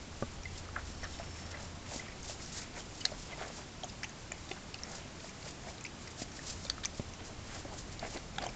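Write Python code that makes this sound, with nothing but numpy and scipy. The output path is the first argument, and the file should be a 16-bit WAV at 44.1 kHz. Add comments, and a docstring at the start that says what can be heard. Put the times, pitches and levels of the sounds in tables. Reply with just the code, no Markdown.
"""First an even outdoor rush with a far motor hum and light wind rumble; then a muzzle bumps a feed pan.
Close to the microphone a horse licks and nibbles frozen mash out of the pan on gravel. Random slips ring
the pockets of the mouth as wet lips and tongue smack and lick; decaying sine modes make the bumps.
Dense grains of noise make the rustle of icy crumbs, and a wavering sine makes a faint, sagging whistle."""
import sys
import numpy as np
from scipy import signal
from scipy.fft import rfft, irfft
from scipy.io import wavfile

SR = 44100
rng = np.random.default_rng(int(sys.argv[2]) if len(sys.argv) > 2 else 0)


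def master_out(mix):
    """Clip the mix to full scale and print it as 16-bit PCM to the path in sys.argv[1]."""
    frames = np.transpose(np.atleast_2d(mix))
    ceiling = np.clip(frames, -1, 1)
    pcm = np.round(ceiling * 32767).astype(np.int16)
    wavfile.write(sys.argv[1], SR, pcm)


N = 377315  # length in samples


def from_db(db):
    """Decibels to amplitude gain."""
    return 10 ** (np.asarray(db) / 20)


def rms_one(x):
    """Scale to unit power."""
    return x / np.sqrt(np.mean(x ** 2) + 1e-20)


def in_time(rows):
    """Interpolate each column of a curve over its times, sample by sample."""
    times, *columns = np.transpose(rows)
    return [np.interp(np.arange(N) / SR, times, column) for column in columns]


def drift(rate):
    """Random wandering with rms 1, drawn through rate random knots a second."""
    knots = rng.standard_normal(N // 40)
    return rms_one(np.interp(np.arange(N) / SR * rate, np.arange(len(knots)), knots))


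def colour(x, spectrum):
    """Shape a steady sound by a spectrum, interpolated over log frequency; rms 1."""
    hz, db = np.transpose(spectrum)
    bins = np.maximum(np.arange(N // 2 + 1) * SR / N, 1)
    gain = from_db(np.interp(np.log(bins), np.log(hz), db))
    return rms_one(irfft(rfft(x) * gain, N))


def resonate(x, hz, width_hz):
    """A damped cavity, as a two-pole resonator with gain about 1 at its centre."""
    r = np.exp(-np.pi * width_hz / SR)
    numerator = [(1 - r * r) / 2, 0, (r * r - 1) / 2]
    denominator = [1, -2 * r * np.cos(2 * np.pi * hz / SR), r * r]
    return signal.lfilter(numerator, denominator, x + 1e-18)


def add(track, s, sound):
    """Lay a sound into the track at s seconds."""
    at = round(s * SR)
    track[at:at + len(sound)] += sound[:N - at]


def grains(per_s, spread_db, smooth):
    """Tiny ruptures of uneven size over a share of smooth friction; rms 1."""
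    sizes = from_db(spread_db * np.minimum(rng.exponential(1, N), 4))
    clicks = (rng.random(N) < per_s / SR) * sizes * rng.choice([-1, 1], N)
    return rms_one(rms_one(clicks) + smooth * rng.standard_normal(N))


def pocket(peel_s, hz, width_hz, skirt_hz, rasp):
    """A wet film snaps, then tears on in slips paced by peel_s, ringing an air pocket; unit power over 10 ms."""
    t = np.arange(SR // 12) / SR
    slips = rng.standard_normal(len(t)) ** 3
    tear = slips * (t / peel_s) * np.exp(-(t / peel_s) ** 2)
    # the slower the peel, the more the tearing outweighs the first snap
    push = rasp * np.sqrt(peel_s * 1000) * tear / np.linalg.norm(tear)
    push[0] += 1
    ring = resonate(resonate(push, hz, width_hz), hz, skirt_hz)
    return ring / np.sqrt(np.sum(ring ** 2) / (SR / 100))


def swell(s, swell_s):
    """A rounded rise to 1 at s seconds, then a quicker release."""
    release_share, roundness = 0.64, 1.2  # release time as a share of the rise; exponent
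    u = (np.arange(N) / SR - s) / swell_s
    near = np.abs(u) < 6
    out = np.zeros(N)
    out[near] = np.exp(-np.maximum(-u[near], u[near] / release_share) ** roundness)
    return out


def strokes(rows, rest_db):
    """Gain of a run of strokes (s, swell s, dB), summed in power over a light, steady contact."""
    power = sum((from_db(db) * swell(s, swell_s)) ** 2 for s, swell_s, db in rows)
    return np.sqrt(from_db(rest_db) ** 2 + power)


# Far motor and wind rumble over time: t/s, mean motor level/dB, rumble level/dB
BACKGROUND_LEVELS = [(0, -55.5, -51), (.3, -52, -53), (.6, -50, -53), (1.1, -51, -49.5), (1.7, -51.5, -58),
                     (2.0, -61, -54), (3, -69, -55.5), (4, -68, -61), (4.4, -60, -60), (5, -79, -56),
                     (6, -61, -68), (6.5, -55, -53.5), (7.1, -57.5, -57), (7.6, -57.5, -50.5),
                     (8.5, -61, -53.5)]
# Spectrum of the wind rumble: f/Hz, relative level/dB per Hz
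RUMBLE_SPECTRUM = [(10, -5), (25, -1.5), (48, -1), (90, -8), (200, -18), (600, -44.5), (4000, -82)]
# Spectrum of the even outdoor rush: f/Hz, relative level/dB per Hz
AIR_SPECTRUM = [(15, -17.5), (30, -12.5), (60, -7.5), (120, -8), (220, -11), (340, -14.5), (480, -19),
                (750, -21.5), (1100, -21.5), (1700, -25), (2600, -26), (7400, -30.5), (9000, -37)]


def outdoors():
    """Shaped noise for the even rush and light wind rumble, a wavering sine for the far motor."""
    motor_hz, air_db = 83.9, -48.5
    motor_db, rumble_db = in_time(BACKGROUND_LEVELS)
    phase = 2 * np.pi * np.cumsum(motor_hz + 1.83 * drift(10)) / SR
    motor = np.sqrt(2) * from_db(motor_db + 1.3 * drift(11)) * np.sin(phase)
    rumble = from_db(rumble_db) * colour(rng.standard_normal(N), RUMBLE_SPECTRUM)
    air = from_db(air_db) * colour(rng.standard_normal(N), AIR_SPECTRUM)
    return motor + rumble + air


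def whistle():
    """A thin, faint, unsteady sine fades in, holds and fades out while it sags in pitch."""
    start_s, end_s, attack_s, release_s = 0.79, 1.63, 0.29, 0.22
    level_db, start_hz, sag_hz_per_s = -60.5, 5500, 170
    t = np.arange(N) / SR
    hz = start_hz - sag_hz_per_s * (t - start_s)
    fade = np.clip(np.minimum((t - start_s) / attack_s, (end_s - t) / release_s), 0, 1)
    gain = fade * from_db(level_db + 2.8 * drift(40))
    return np.sqrt(2) * gain * np.sin(2 * np.pi * np.cumsum(hz + 18 * drift(120)) / SR)


def faint_smacks():
    """Small films of spit burst at random moments and pitches."""
    per_s, lip_db, spit_db = 4, -58.5, -54  # levels before the random size of 0.5 to 1.5
    out = np.zeros(N)
    for when, lip, spit, size in rng.random((int(per_s * N / SR), 4)):
        lip_ring = pocket(0.0026, 1400 + 1400 * lip, width_hz=200, skirt_hz=800, rasp=0.9)
        spit_ring = pocket(0.002, 3500 + 3500 * spit, width_hz=650, skirt_hz=2000, rasp=1.2)
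        both = from_db(lip_db) * lip_ring + from_db(spit_db) * spit_ring
        add(out, when * (N - 1) / SR, (.5 + size) * both)
    return out


# The muzzle sweeps over icy crumbs: t/s at the fastest point, swell t/s, level/dB
SWEEPS = [(0.21, 0.05, -52), (0.34, 0.016, -54), (0.585, 0.028, -47), (0.9, 0.1, -53), (1.16, 0.12, -51),
          (1.39, 0.073, -50.5), (1.515, 0.015, -47), (1.64, 0.068, -49.5), (1.962, 0.057, -40),
          (2.305, 0.05, -40.5), (2.44, 0.035, -46.5), (2.58, 0.071, -40.5), (2.795, 0.03, -46),
          (3.04, 0.18, -50.5), (3.24, 0.087, -50), (3.44, 0.13, -51.5), (3.58, 0.045, -47),
          (3.9, 0.018, -48.5), (4.51, 0.05, -51), (4.955, 0.064, -46), (5.26, 0.051, -49.5),
          (5.49, 0.053, -47.5), (5.7, 0.04, -49), (6.03, 0.036, -51.5), (6.11, 0.02, -50),
          (6.218, 0.035, -41.5), (6.37, 0.035, -48), (6.495, 0.07, -40), (6.66, 0.078, -49),
          (6.985, 0.034, -49), (7.27, 0.038, -51.5), (7.57, 0.081, -48.5), (7.79, 0.047, -47),
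          (7.935, 0.032, -49.5), (8.135, 0.083, -44.5), (8.46, 0.056, -52)]
# Spectrum of the rustling crumbs: f/Hz, relative level/dB per Hz
CRUMB_SPECTRUM = [(300, -24.5), (1000, -12), (2200, -6.5), (3400, -2.5), (5000, 3), (6200, 1.5), (7300, 4),
                  (9000, -3.5)]


def sweeping():
    """Whiskers and lips brush over the crumbs: a fine, dense rustle of tiny ruptures."""
    gain = strokes(SWEEPS, rest_db=-58) * from_db(2.0 * drift(110))
    return gain * colour(grains(per_s=5200, spread_db=2.5, smooth=.9), CRUMB_SPECTRUM)


def wet_friction(gain, resonances, per_s, spread_db, shift_db):
    """Sticky slips sound through cavities whose levels wander as the mouth changes shape."""
    slips = grains(per_s, spread_db, smooth=0.33)
    voiced = np.zeros(N)
    for k, (hz, width_hz, db) in enumerate(resonances):
        ring = rms_one(resonate(resonate(slips, hz, width_hz), hz, 3 * width_hz))
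        voiced += (-1) ** k * from_db(db + shift_db * drift(14)) * ring  # alternate polarity
    return gain * rms_one(voiced)


# Licks: t/s at the firmest point, swell t/s, tongue in the hollow of the mouth level/dB,
# wet mash between the lips level/dB
LICKS = [(0.2, 0.021, -61, -58), (0.775, 0.044, -51.5, -53.5), (1.049, 0.031, -53, -48),
         (1.23, 0.073, -57, -55), (1.39, 0.026, -65, -55), (1.58, 0.093, -55, -53),
         (1.93, 0.031, -47.5, -50), (2.02, 0.089, -57.5, -51), (2.31, 0.032, -57, -54),
         (2.405, 0.011, -48.5, -52), (2.6, 0.08, -63, -53), (2.78, 0.032, -49.5, -50),
         (3.08, 0.067, -57, -55), (3.32, 0.053, -52, -49.5), (3.426, 0.045, -43, -45.5),
         (3.5, 0.04, -48.5, -53), (3.6, 0.031, -49, -56), (4.57, 0.013, -63, -53), (4.95, 0.12, -53, -53.5),
         (5.47, 0.026, -50, -51), (5.69, 0.037, -47, -55), (6.2, 0.025, -51, -53), (6.5, 0.17, -57.5, -64),
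         (7.21, 0.018, -51, -53.5), (7.3, 0.029, -52.5, -64), (7.56, 0.057, -51, -47),
         (7.73, 0.049, -49, -64), (8.052, 0.033, -46, -46), (8.165, 0.031, -48, -46.5),
         (8.46, 0.06, -44, -50.5)]
# Resonances of the hollow of the mouth: f/Hz, width f/Hz, relative level/dB
MOUTH_RESONANCES = [(614, 220, 1.5), (840, 440, -3.5), (433, 280, 1.5)]
# Resonances between the lips: f/Hz, width f/Hz, relative level/dB
LIP_RESONANCES = [(1320, 670, -1.5), (2144, 530, -1.5), (2830, 1000, -4.5)]


def licking():
    """The tongue rubs in the mouth and mash squeezes between the lips; neither quite rests between strokes."""
    rubbing = strokes([(s, swell_s, db) for s, swell_s, db, _ in LICKS], rest_db=-61.5)
    squeezing = strokes([(s, swell_s, db) for s, swell_s, _, db in LICKS], rest_db=-64)
    tongue = wet_friction(rubbing, MOUTH_RESONANCES, per_s=700, spread_db=2.0, shift_db=1.5)
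    mash = wet_friction(squeezing, LIP_RESONANCES, per_s=600, spread_db=2.5, shift_db=3.5)
    return tongue + mash


# The muzzle bumps the pan: t/s, lowest pitch f/Hz, level/dB before the mode level,
# softness as treble loss/dB per octave
BUMPS = [(0.2243, 219, -25, -1.5), (0.2332, 223, -27, 14), (1.961, 290, -30, 8), (3.412, 420, -33, 8),
         (4.513, 368, -28.5, 14), (6.2188, 250, -27, 18), (6.997, 222, -23.5, 8.5), (7.65, 300, -31.5, 12),
         (8.157, 318, -30, 13), (8.171, 292, -32, 16), (8.384, 190, -33, 14), (8.491, 240, -34, 12)]
# Modes of the pan with the frozen lump in it: multiple of the lowest pitch f, level/dB, 60 dB decay t/s
PAN_MODES = [(1, -0.5, 0.027), (1.7, 4, 0.013), (2.44, -4, 0.032), (5.4, -10, 0.047), (6.8, -13, 0.024)]


def bumps():
    """The soft muzzle presses the pan against the gravel: gentle onsets on quickly damped sine modes."""
    out, t = np.zeros(N), np.arange(SR // 10) / SR
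    onset = 1 - np.exp(-t / 0.00049)
    for s, hz, db, softness in BUMPS:
        for multiple, mode_db, t60 in PAN_MODES:
            decay = np.exp(-np.log(1000) * t / t60)
            ring = np.sin(2 * np.pi * hz * multiple * t) * decay * onset
            add(out, s, from_db(db + mode_db - softness * np.log2(multiple)) * ring)
    return out


# Lip and tongue smacks: t/s, time scale of the peel t/s, mouth cavity f/Hz, its level/dB,
# lip pocket f/Hz, its level/dB, its width f/Hz, spit film f/Hz, its level/dB
SMACKS = [(0.454, 0.0019, 520, -63, 2070, -42, 100, 4520, -56),
          (0.556, 0.0056, 653, -70, 2000, -68, 280, 3580, -53),
          (0.688, 0.002, 580, -57, 1270, -49.5, 180, 5120, -72),
          (0.7617, 0.004, 657, -52, 1420, -34.5, 240, 5320, -70),
          (0.776, 0.014, 684, -51, 1520, -47.5, 400, 6700, -69),
          (1.031, 0.01, 605, -48, 1790, -42, 280, 5770, -47),
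          (1.13, 0.014, 650, -69, 2000, -72, 280, 3550, -50.5),
          (1.198, 0.008, 667, -40.5, 1550, -54, 280, 5440, -63),
          (1.5405, 0.0056, 600, -52, 1900, -45, 130, 4290, -66),
          (1.9935, 0.0027, 1010, -66, 2050, -44, 130, 7160, -70),
          (2.082, 0.004, 660, -54, 1930, -48, 200, 5300, -57),
          (2.121, 0.004, 650, -63, 2110, -53, 170, 5000, -60),
          (2.2306, 0.0006, 650, -70, 2000, -70, 280, 6240, -49.5),
          (2.2963, 0.0021, 658, -44.5, 2800, -52, 280, 5490, -53),
          (2.4597, 0.002, 670, -65, 1770, -60, 280, 5330, -49),
          (2.805, 0.0015, 650, -67, 3000, -52.5, 400, 6250, -53),
          (3.008, 0.0077, 780, -69, 2940, -45.5, 220, 4700, -47),
          (3.052, 0.002, 740, -52, 1430, -37.5, 400, 4360, -26.5),
          (3.06, 0.003, 730, -54, 2090, -49, 280, 3820, -56),
          (3.118, 0.0082, 587, -41.5, 1510, -70, 280, 4400, -56),
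          (3.316, 0.018, 650, -70, 2110, -44.5, 170, 4790, -69),
          (3.834, 0.0024, 689, -40.5, 3040, -60, 280, 3340, -43),
          (3.842, 0.003, 684, -40, 1270, -55, 280, 6600, -44.5),
          (4.0322, 0.0028, 990, -57, 1750, -40, 450, 5070, -43),
          (4.041, 0.0051, 850, -50, 2300, -40, 600, 6160, -46),
          (4.3185, 0.0019, 640, -47, 2030, -42, 550, 7150, -41),
          (4.5139, 0.0026, 775, -48, 2400, -40, 950, 3460, -54.5),
          (4.7418, 0.0026, 760, -57, 2750, -44, 600, 4700, -44.5),
          (4.8345, 0.00052, 860, -68, 1150, -70, 280, 5570, -40),
          (5.2431, 0.0023, 660, -48, 1630, -59, 280, 5040, -56),
          (5.67, 0.018, 664, -45, 2260, -55, 280, 7220, -64),
          (5.84, 0.002, 650, -70, 1810, -70, 280, 7200, -46.5),
          (5.8492, 0.004, 530, -63, 2260, -40.5, 280, 4770, -49),
          (5.865, 0.002, 550, -69, 2500, -50, 350, 4910, -58),
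          (6.074, 0.002, 550, -68, 2000, -50.5, 400, 5540, -53),
          (6.2184, 0.0033, 630, -45, 2080, -50, 600, 5100, -47.5),
          (6.391, 0.002, 550, -56, 1850, -48, 280, 4970, -69),
          (6.6501, 0.002, 540, -47.5, 1280, -57, 280, 4280, -46.5),
          (6.6986, 0.0014, 560, -53, 1480, -44, 400, 4200, -30.5),
          (6.7806, 0.0016, 660, -56, 1280, -46.5, 150, 3360, -70),
          (6.835, 0.0053, 760, -70, 1670, -46, 500, 3690, -42),
          (6.8492, 0.0015, 870, -68, 1250, -47, 280, 4200, -38),
          (6.8549, 0.002, 510, -70, 2330, -42.5, 400, 5870, -33.5),
          (6.9972, 0.0015, 750, -54, 2200, -53, 700, 3560, -59),
          (7.6501, 0.003, 560, -45, 1820, -70, 280, 6460, -74),
          (7.9933, 0.002, 700, -66, 2030, -70, 280, 4100, -46),
          (8.0268, 0.0051, 720, -39, 1500, -49.5, 500, 4620, -68),
          (8.171, 0.003, 700, -57, 2130, -52, 600, 4070, -48.5),
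          (8.383, 0.0019, 800, -38, 1270, -38.5, 600, 3350, -39.5),
          (8.4188, 0.006, 736, -43, 1320, -45, 600, 4300, -46.5),
          (8.4378, 0.0026, 740, -41.5, 1170, -48, 450, 4630, -48),
          (8.4648, 0.002, 700, -37.5, 3060, -47, 350, 6560, -46),
          (8.489, 0.0022, 545, -64, 2420, -51, 280, 5230, -52)]


def smacks():
    """Each smack rings the deep mouth cavity, a small pocket at the lips and two pitches of the spit film."""
    out = np.zeros(N)
    for s, peel_s, mouth_hz, mouth_db, lip_hz, lip_db, lip_width, spit_hz, spit_db in SMACKS:
        mouth = pocket(peel_s, mouth_hz, width_hz=65, skirt_hz=380, rasp=0.34)
        lip = pocket(peel_s, lip_hz, width_hz=lip_width, skirt_hz=2.2 * lip_width, rasp=0.99)
        spit = pocket(peel_s, spit_hz, width_hz=780, skirt_hz=1510, rasp=1.9)
        high_spit = pocket(peel_s, 1.55 * spit_hz, width_hz=2700, skirt_hz=4500, rasp=1.4)
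        add(out, s, from_db(mouth_db) * mouth)
        add(out, s, from_db(lip_db) * lip)
        add(out, s, from_db(spit_db) * spit)
        add(out, s, from_db(spit_db - 8.0) * high_spit)
    return out


def pan_echo(x, wet_db, t60):
    """Sound bounces briefly between the pan's wall, its bottom and the head: a decaying noise tail."""
    t = np.arange(SR // 8) / SR
    tail = rng.standard_normal(len(t)) * np.exp(-np.log(1000) * t / t60) * (t > .0015)
    return x + from_db(wet_db) * signal.fftconvolve(x, tail / np.linalg.norm(tail))[:N]


def scene():
    """The mouth at work in the pan, close by, over the outdoor background."""
    background = outdoors() + whistle()
    contacts = pan_echo(faint_smacks() + bumps() + smacks(), wet_db=-11, t60=0.058)
    return (background + sweeping() + licking() + contacts)[None]


def record(dry):
    """A narrow-band recorder: the treble falls away above 7.4 kHz and is cut above 8.8 kHz."""
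    hz = np.arange(N // 2 + 1) * SR / N
    treble_gain = from_db(np.interp(hz, [7400, 8000, 8600], [0, -13, -15]))
    dulled = irfft(rfft(dry) * treble_gain, N)
    # order 10, 0.3 dB ripple, 70 dB stopband
    return signal.sosfilt(signal.ellip(10, .3, 70, 8800, fs=SR, output="sos"), dulled)


dry = scene()
out = record(dry)
master_out(out)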